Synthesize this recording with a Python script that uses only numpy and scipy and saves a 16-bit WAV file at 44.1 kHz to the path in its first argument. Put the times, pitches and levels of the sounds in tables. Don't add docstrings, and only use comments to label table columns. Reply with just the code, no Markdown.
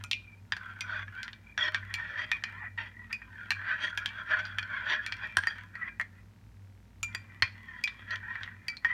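import sys
import numpy as np
from scipy import signal
from scipy.fft import rfft, irfft, next_fast_len
from scipy.io import wavfile
from scipy.ndimage import map_coordinates

SR = 44100
rng = np.random.default_rng(int(sys.argv[2]) if len(sys.argv) > 2 else 0)


def file_out(sig):
    cols = np.atleast_2d(sig).T
    lim = np.clip(cols, -1, 1)
    pcm = np.round(lim * 32767).astype(np.int16)
    wavfile.write(sys.argv[1], SR, pcm)


N = 393813
STEP, CHATTER = 64, 3000
SLIP_SHARE = 1.1


def stirring():
    _, knock_db, _, _, _, crack_db, _ = np.transpose(KNOCKS)
    rub_db, rub_hz, bright_db = strokes()
    grit = friction() + SLIP_SHARE / 2 * slips()
    jolted = jolts(rub_db)
    blows = rebounds(per_second=1200, level_db=-10, t60=0.07)
    ceramic = cup_ring(blows, grit, jolted, rub_db, rub_hz, bright_db)
    scrape = rasp(rub_db + 0.5 * bright_db - 5) * jolted
    clicks = steel_crack(blows, knock_db + crack_db + 9)
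    thumps = table_thump(blows, 1.38 * knock_db - 0.14 * crack_db - 28)
    return ceramic + scrape + clicks + thumps + glides()


# start in seconds, relative level in dB, centre of the body tone in
# Hz, offsets in dB for the rim, the upper modes and the crack, centre of the high ping in Hz.
KNOCKS = [(0.0387, -27, 1390, -10, -13, -5, 5460), (0.113, -23, 2030, -7, 9.5, -7, 2950),
          (0.1314, -35, 2070, 14.5, 13, -7, 2850), (0.522, -14, 1743, -23, -10.5, -28.5, 3050),
          (0.5664, -30.5, 1710, -20, -3, -17.5, 3000), (0.8079, -26, 2100, -7.5, 1.5, -7, 5500),
          (1.08, -30, 1633, -20, -24, -50, 3140), (1.231, -30.5, 2100, -23, 5.5, -6.5, 4700),
          (1.28, -29, 1947, -20, -7, -28, 3170), (1.331, -42, 1670, -9, 3, -28.5, 3040),
          (1.5779, -15, 1700, -38, -13, -43, 3200), (1.746, -17, 1780, -12, -7, -23.5, 3580),
          (1.9403, -27.5, 1820, 0.5, 9, -1, 4170), (2.316, -17, 1905, -4.5, -6.5, -15.5, 3520),
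          (2.4383, -23.5, 1825, -5, 2, -14.5, 4040), (2.7765, -33, 1900, -26, -17, -30, 3270),
          (3.1282, -27, 1990, 4.5, 0.5, -8, 4900), (3.2178, -30, 1764, -12.5, -36, -41, 4550),
          (3.5059, -18.5, 1830, -11.5, 0, -14, 2820), (3.5186, -21, 1660, -19, -6.5, -19.5, 2740),
          (3.9753, -19, 1625, -12, -7.5, -14.5, 3310), (4.0594, -23, 1666, -12, 3, -11, 3290),
          (4.0896, -39, 1590, 2.5, -1, -18.5, 3130), (4.453, -30, 1590, -24, -4, -32, 4760),
          (4.585, -20, 1632, -12, -7, -19, 3230), (4.6287, -28, 1570, -15, -9, -33, 3250),
          (5.0639, -27, 1820, -2.5, 5.5, -6, 4070), (5.123, -25.5, 1820, -5.5, 4.5, -23, 3500),
          (5.168, -44.5, 1780, -14, 1, -12, 4300), (5.3698, -8, 1680, -32, -3, -18.5, 8780),
          (5.4365, -24, 1830, -25, -9, -29, 3270), (5.4712, -19, 1890, -15, -5, -17, 4900),
          (5.754, -28.5, 1910, -20, -19.5, -33, 4600), (5.998, -16, 1957, -33, -22, -28, 3170),
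          (6.0127, -21, 1957, -35, -15, -23, 4220), (7.0302, -20.5, 1340, -5, -4, -5, 6940),
          (7.129, -53, 1930, -18, 1, -21.5, 3380), (7.1486, -22.5, 1910, -11.5, -0.5, -12.5, 7560),
          (7.423, -4, 2000, -22, -9, -28, 4570), (7.8388, -29.5, 1966, 8, 5, 0.5, 4700),
          (7.8758, -27, 1896, -6, -11, -21.5, 3400), (8.108, -32, 2000, -24, -4, -16, 4330),
          (8.158, -32, 1930, -14, -5.5, -15.5, 3450), (8.355, -27.5, 1830, -23, -14.5, -44, 3400),
          (8.433, -29, 1810, -28, -8, -25.5, 3730), (8.477, -27.5, 1930, -38, -30, -39, 3300),
          (8.6828, -29, 1970, 5.5, -2, -2.5, 4800), (8.769, -37.5, 1920, -9, -6, -16, 4370),
          (8.8474, -13, 1795, -20, -16, -32.5, 3370)]
def knocks(gains, blows):
    force = np.zeros(N + SR)
    for (start, *_), gain, blow in zip(KNOCKS, gains, blows):
        force[round(start * SR):][:CHATTER] += gain * blow
    return force[:N]


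def rebounds(per_second, level_db, t60):
    shape = (len(KNOCKS), CHATTER)
    blows = amp(level_db) * rng.standard_normal(shape) * (rng.random(shape) < per_second / SR)
    blows[:, 0] = 1
    return blows * die_away(t60)


# time of full pressure in seconds, relative level in dB,
# swell, hold and fade in seconds, centre of the body tone in Hz, brightness in dB.
STROKES = [(0.0, -54, .05, 0.016, 0.054, 1744, -8), (0.324, -58, .3, 0, 0.077, 2390, -22),
           (0.633, -47.5, 0.11, 0.089, 0.043, 1500, -15.5), (0.941, -35.5, 0.19, 0.09, 0.0069, 1540, -15.5),
           (1.19, -38.5, 0.099, 0, 0.14, 1650, -20), (1.505, -59, 0.32, 0, 0.029, 2330, -15),
           (1.579, -30.5, 0.0038, 0.11, 0.011, 1770, -8.5), (1.734, -38.5, 0.023, 0.041, 0.051, 1600, -9.5),
           (2.003, -35, 0.22, 0.15, 0.13, 1777, -19), (2.222, -33, 0.15, 0.024, 0.013, 1890, -8),
           (2.365, -39.5, 0.33, 0, 0.032, 2030, -15.5), (2.483, -43, 0.15, 0.096, 0.026, 1990, -20.5),
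           (2.588, -40, 0.085, 0.041, 0.053, 1940, -47), (2.665, -37.5, 0.18, 0.00083, 0.028, 1970, -31.5),
           (2.778, -32.5, 0.003, 0.035, 0.074, 1984, -15.5), (2.865, -44.5, .06, .018, 0.011, 2000, -14),
           (3.043, -56, 0.33, 0, 0.14, 2000, -18), (3.104, -37, 0.008, 0.0014, 0.044, 1910, -24),
           (3.435, -50.5, 0.35, 0, 0.22, 1650, -14), (3.691, -27, 0.12, 0, 0.19, 1690, -21),
           (3.823, -28.5, 0.067, 0.029, 0.049, 1735, -9.5), (3.874, -45.5, 0.05, 0.033, 0.0075, 1600, 6.5),
           (4.026, -42.5, 0.36, 0, 0.067, 1570, -17), (4.203, -37, 0.21, 0.0023, 0.061, 1570, -15),
           (4.311, -24.5, 0.053, 0, 0.1, 1630, -18), (4.405, -34.5, 0.11, 0, 0.019, 1590, -6),
           (4.458, -38.5, 0.14, 0, 0.22, 1600, -13), (4.764, -29.5, 0.15, 0, 0.32, 1604, -21),
           (4.916, -23.5, 0.096, 0.02, 0.041, 1720, -11), (5.029, -39.5, 0.047, 0.021, 0.14, 1610, -10),
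           (5.238, -32, 0.091, 0.019, 0.019, 1724, -17), (5.281, -45, 0.042, 0.02, 0.11, 2394, -11.5),
           (5.517, -39.5, 0.25, 0, 0.023, 1660, -10.5), (5.597, -45.5, 0.19, 0, 0.094, 1710, -11),
           (5.749, -46, 0.072, 0.011, 0.22, 1760, -25), (5.823, -30, 0.022, 0.0029, 0.017, 1890, -33),
           (5.879, -32.5, 0.047, 0.012, 0.0045, 1870, -24.5), (6.152, -60.5, 0.04, 0.051, 0.008, 1960, -23),
           (7.079, -51.5, 0.019, 0.021, 0.69, 2100, -25), (7.465, -52.5, 0.12, 0.0082, 0.061, 2130, -5),
           (7.797, -47.5, 0.36, 0.015, 0.24, 1850, -13), (8.006, -53, .3, 0.026, 0.039, 1850, -6),
           (8.134, -28, 0.063, 0.00062, 0.032, 1850, -17), (8.351, -34.5, 0.18, 0.0034, 0.1, 1830, -23),
           (8.426, -41, 0.082, 0.0017, 0.13, 1750, -13.5), (8.728, -46, 0.32, 0, 0.039, 2060, -28),
           (8.893, -33, 0.048, 0.017, 0.074, 1935, -20.5)]
def strokes(span_db=20, rounding=1.013):
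    full_s, db, swell, hold, fade, tone_hz, bright_db = np.transpose(STROKES)[:, :, None]
    t = np.arange(0, N, STEP) / SR - full_s
    away = np.maximum(-t / swell, 0) + np.maximum((t - hold) / fade, 0)
    power = amp(np.maximum(db - span_db * away ** rounding, -150)) ** 2
    total = power.sum(axis=0)
    share = power / total
    return 10 * np.log10(total), (share * tone_hz).sum(axis=0), (share * bright_db).sum(axis=0)


def friction():
    return unit(rng.standard_normal(N) * fine(amp(2 * wobble(30) + 2.57 * wobble(150))))


def slips():
    slip_hz = fine(760 * amp(2.2 * wobble(9) + 0.35 * wobble(160)))
    pulses = np.diff(np.floor(np.cumsum(slip_hz) / SR), prepend=0)
    return unit(pulses * fine(amp(5 * wobble(14))))


def jolts(rub_db, jolt_db=12, t60=0.012, light_touch_db=-46):
    kick = signal.lfilter([1], [1, -amp(-60 / (t60 * SR))], motor_pulses())
    lightness = fine(1 / (1 + amp(2 * (rub_db - light_touch_db))))
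    return 1 + amp(jolt_db) * kick * lightness


# pitch in Hz, relative level when struck
# in dB, relative level when rubbed in dB, time to die by 60 dB in seconds.
LOW_MODES = [(352.5, -20.5, -11.5, 0.028), (506, -27, -20.5, 0.019), (616.8, -31.5, -13, 0.14)]
MIDDLE_MODES = [(943.5, -19.5, -6, 0.028), (1032.5, -8, -6.5, 0.07)]
BODY_MODES = [(1346, -1.5, 2.5, 0.035), (1429, -4.5, -1.5, 0.083), (1544, -4.5, 1, 0.046),
              (1633, -12, -2.5, 0.044), (1674.5, 9.5, -0.5, 0.039), (1775, -3, 3, 0.024),
              (1841, 9, 0, 0.044), (1886, 4.5, 0, 0.049), (1948, 3, 2.5, 0.033), (2089, 5, -13, 0.075)]
RIM_MODES = [(2345, 1, -2, 0.17), (2400, -6, -4, .07), (2460, 0, -1, 0.11)]
UPPER_MODES = [(2717, -10, -1.5, 0.005), (2810, -1.5, -4.5, 0.0092), (3168, -2.5, -3, 0.018),
               (3307, -6.5, -0.5, 0.034), (3550, 3.5, -2.5, 0.006), (4130, -4, -24, 0.015),
               (4360, -4.5, -16, 0.017), (4768, -9, -17, 0.025), (5490, -10.5, -21.5, 0.035)]
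TREBLE_MODES = [(5930, -3, -22, 0.04), (6280, -5, -24, 0.025), (6910, -4, -32, .03), (7220, -5, -43, 0.03),
                (8830, -4.5, -32.5, 0.017), (11400, -9, -48, .015)]
# time in seconds, pitch of the lowest rim mode in Hz.
RIM_PITCH = [(0.1, 2412), (0.2, 2412), (0.33, 2345), (1.9, 2325), (2.3, 2352), (3.13, 2374), (4.05, 2325),
             (7.05, 2395), (7.15, 2355), (7.42, 2380), (7.84, 2352), (8.7, 2340)]
def cup_ring(blows, grit, jolted, rub_db, rub_hz, bright_db):
    _, knock_db, body_hz, rim_db, upper_db, crack_db, ping_hz = np.transpose(KNOCKS)
    sway = wobble(9)
    swirl = np.interp(np.arange(N) / SR, *np.transpose(RIM_PITCH)) / RIM_MODES[0][0]

    def group(modes, blow_db, drag_db, band_hz, scatter_db, drift=0, detune=1, flicker_db=2.5,
              struck_hz=body_hz, struck_dip_db=0, rubbed_dip_db=0, drag_gain=jolted):
        out = np.zeros(N)
        scatter = rng.normal(0, scatter_db, (len(KNOCKS), len(modes)))
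        for k, (hz, struck_db, rubbed_db, t60) in enumerate(modes):
            struck = amp(blow_db + struck_db + scatter[:, k])
            struck *= contact_gain(hz, struck_hz, 0.046 * hz, struck_dip_db)
            rubbed = amp(drag_db + rubbed_db + flicker_db * wobble(11))
            rubbed *= contact_gain(hz, rub_hz, 200, rubbed_dip_db)
            force = knocks(struck, blows) + (-1) ** k * drag_gain * grit * fine(rubbed)
            bend = fine(1 + drift * (sway + wobble(12)))
            out += ring(force, hz * detune * bend, t60)
        return band(out, *band_hz)

    low = group(LOW_MODES, knock_db - 20.5, 1.39 * rub_db + 0.58 * bright_db - 19.5,
                band_hz=(240, 900), scatter_db=7.5)
    middle = group(MIDDLE_MODES, knock_db - 19.5, 0.9 * rub_db + 0.16 * bright_db - 39,
                   band_hz=(820, 1500), scatter_db=0, drift=0.03)
    body = group(BODY_MODES, knock_db - 12.5, rub_db - 25,
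                 band_hz=(970, 2195), scatter_db=3.5, drift=0.011, struck_dip_db=-25.5, rubbed_dip_db=-17)
    rim = group(RIM_MODES, knock_db + rim_db - 8.5, rub_db - 26.5,
                band_hz=(2250, 2600), scatter_db=2, drift=0.003, detune=swirl, rubbed_dip_db=-20)
    upper = group(UPPER_MODES, knock_db + upper_db - 2, 1.113 * rub_db + 1.16 * bright_db - 14,
                  band_hz=(2500, 6200), scatter_db=7, drift=0.0093, flicker_db=3,
                  struck_hz=ping_hz, struck_dip_db=-12.5, drag_gain=1)
    treble = group(TREBLE_MODES, knock_db + crack_db + 2.5, 1.055 * rub_db + 1.57 * bright_db - 12.5,
                   band_hz=(6100, 21000), scatter_db=1.5, drift=0.0045, flicker_db=5,
                   struck_hz=ping_hz, struck_dip_db=-14.5, drag_gain=0.96)
    return low + middle + body + rim + upper + treble


def ring(force, hz, t60):
    turn = np.exp(2j * np.pi * np.cumsum(hz * np.ones(N)) / SR)
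    pole = amp(-60 / (t60 * SR))
    return (turn * signal.lfilter([1], [1, -pole], force * turn.conj())).imag


def contact_gain(hz, centre_hz, width_hz, floor_db):
    closeness = np.exp(-0.5 * ((hz - centre_hz) / width_hz) ** 2)
    return amp(floor_db * (1 - closeness))


# frequency in Hz, gain in dB.
RASP_EQ = [(250, -31), (480, -28), (1000, -4.5), (1600, 2.5), (2250, 1.5), (3500, -12), (6000, -39.5),
           (12000, -70)]
def rasp(level_db):
    return fine(amp(level_db)) * unit(coloured(friction() + SLIP_SHARE * slips(), RASP_EQ))


# frequency in Hz, gain in dB.
CRACK_EQ = [(400, -50), (1200, -9), (3000, 1.5), (6000, -10), (9000, -6), (10300, -19), (12000, -16),
            (16000, -29)]
def steel_crack(blows, level_db):
    force = knocks(amp(level_db), blows * die_away(0.037))
    envelope = signal.oaconvolve(abs(force), die_away(0.004))[:N]
    return coloured(rng.standard_normal(N) * envelope, CRACK_EQ)


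def table_thump(blows, level_db):
    return band(ring(knocks(amp(level_db), blows), hz=91.8, t60=0.13), 78, 210)


# start in seconds, length in seconds, first and last pitch
# in Hz, relative level in dB.
GLIDES = [(0.873, 0.053, 1036, 880, -58), (0.916, 0.049, 965, 863, -59), (2.079, 0.12, 487, 630, -65),
          (2.541, 0.072, 916, 1203, -57), (2.587, .075, 1078, 682, -56.5), (4.291, 0.039, 494, 620, -63),
          (4.823, .09, 493, 630, -64)]
def glides(overtone_step_db=-7.5):
    out = np.zeros(N + SR)
    flutter = fine(1.1 * wobble(110))
    for start, length, from_hz, to_hz, db in GLIDES:
        progress = np.arange(round(length * SR)) / (length * SR)
        span = slice(round(start * SR), round(start * SR) + len(progress))
        turns = length * (from_hz * progress + (to_hz - from_hz) * progress ** 2 / 2)
        phase = 2 * np.pi * turns + flutter[span]
        tone = sum(amp(overtone_step_db * k) * np.sin((k + 1) * phase) for k in range(4))
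        out[span] += amp(db) * np.sin(np.pi * progress) * tone
    return 2 * out[:N] * fine(amp(0.83 * wobble(90)))


def motor_hum(hz=98.27, level_db=-56, swell_hz=1.09, depth=0.6, crest_s=4.55):
    t = np.arange(N) / SR
    swell = 1 + depth * np.cos(2 * np.pi * swell_hz * (t - crest_s))
    level = fine(amp(level_db + 3.3 * wobble(6.5)))
    phase = 2 * np.pi * hz * t + fine(0.29 * wobble(2.5))
    return np.sqrt(2) * swell * level * np.sin(phase)


# pitch in Hz, rms level in dB.
MOTOR_TONES = [(56.5, -64), (110.4, -70), (169.6, -72), (196.5, -78), (226.1, -73), (540, -87),
               (933.5, -84)]
def motor_tones():
    t = np.arange(N) / SR
    out = np.zeros(N)
    for hz, db in MOTOR_TONES:
        out += fine(amp(db + 3.8 * wobble(12))) * np.sin(2 * np.pi * (hz * t + rng.random()))
    return np.sqrt(2) * out


def motor_pulses(pair_hz=38.58, strong_pulse_s=6.7765):
    count = np.floor(2 * pair_hz * (np.arange(N) / SR - strong_pulse_s))
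    return np.diff(count, prepend=count[0]) * (1 + 0.6 * np.cos(np.pi * count))


def motor_buzz(level_db=-75.5, band_hz=(1300, 2600)):
    return amp(level_db) * unit(band(band(motor_pulses(), *band_hz), *band_hz))


def room_tail(x, t60=0.28, delay_samples=300):
    tail = band(rng.standard_normal(SR // 2) * die_away(t60, SR // 2), 250, 9500)
    return signal.fftconvolve(np.pad(x, (delay_samples, 0)), tail / np.linalg.norm(tail))[:N]


# frequency in Hz, noise density in dB per Hz.
ROOM_SPECTRUM = [(32, -101.5), (42, -87.5), (70, -100.5), (95, -71), (135, -91), (210, -83.5), (300, -93.5),
                 (480, -101), (1000, -103), (2500, -110), (6000, -115), (10300, -122), (12500, -120),
                 (16000, -127)]
def room_noise():
    return coloured(np.sqrt(SR / 2) * rng.standard_normal(N), ROOM_SPECTRUM)


def wobble(rate):
    return map_coordinates(rng.standard_normal(2000), [np.arange(0, N, STEP) * rate / SR])


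def fine(control):
    return np.interp(np.arange(N), np.arange(0, N, STEP), control)


def die_away(t60, samples=CHATTER):
    return amp(-60 * np.arange(samples) / SR / t60)


def band(x, lo_hz, hi_hz):
    return signal.sosfilt(signal.butter(2, [lo_hz, hi_hz], "bandpass", fs=SR, output="sos"), x)


def coloured(x, points):
    size = next_fast_len(N + 8192)
    hz, db = np.transpose(points)
    gain = amp(np.interp(np.log(np.fft.rfftfreq(size, 1 / SR) + 1), np.log(hz), db))
    return irfft(rfft(x, size) * gain, size)[:N]


def amp(db):
    return 10 ** (np.asarray(db) / 20)


def unit(x):
    return x / np.sqrt(np.mean(x ** 2) + 1e-20)


def scene():
    cup = stirring()
    air = room_noise()
    tail = amp(-21) * room_tail(cup)
    motors = motor_hum() + motor_tones() + motor_buzz()
    return (cup + tail + motors + air)[None]


def record(dry, top_hz=16400):
    size = next_fast_len(N + 8192)
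    passband = np.fft.rfftfreq(size, 1 / SR) < top_hz
    return irfft(rfft(dry, size) * passband, size)[..., :N]


dry = scene()
out = record(dry)
file_out(out)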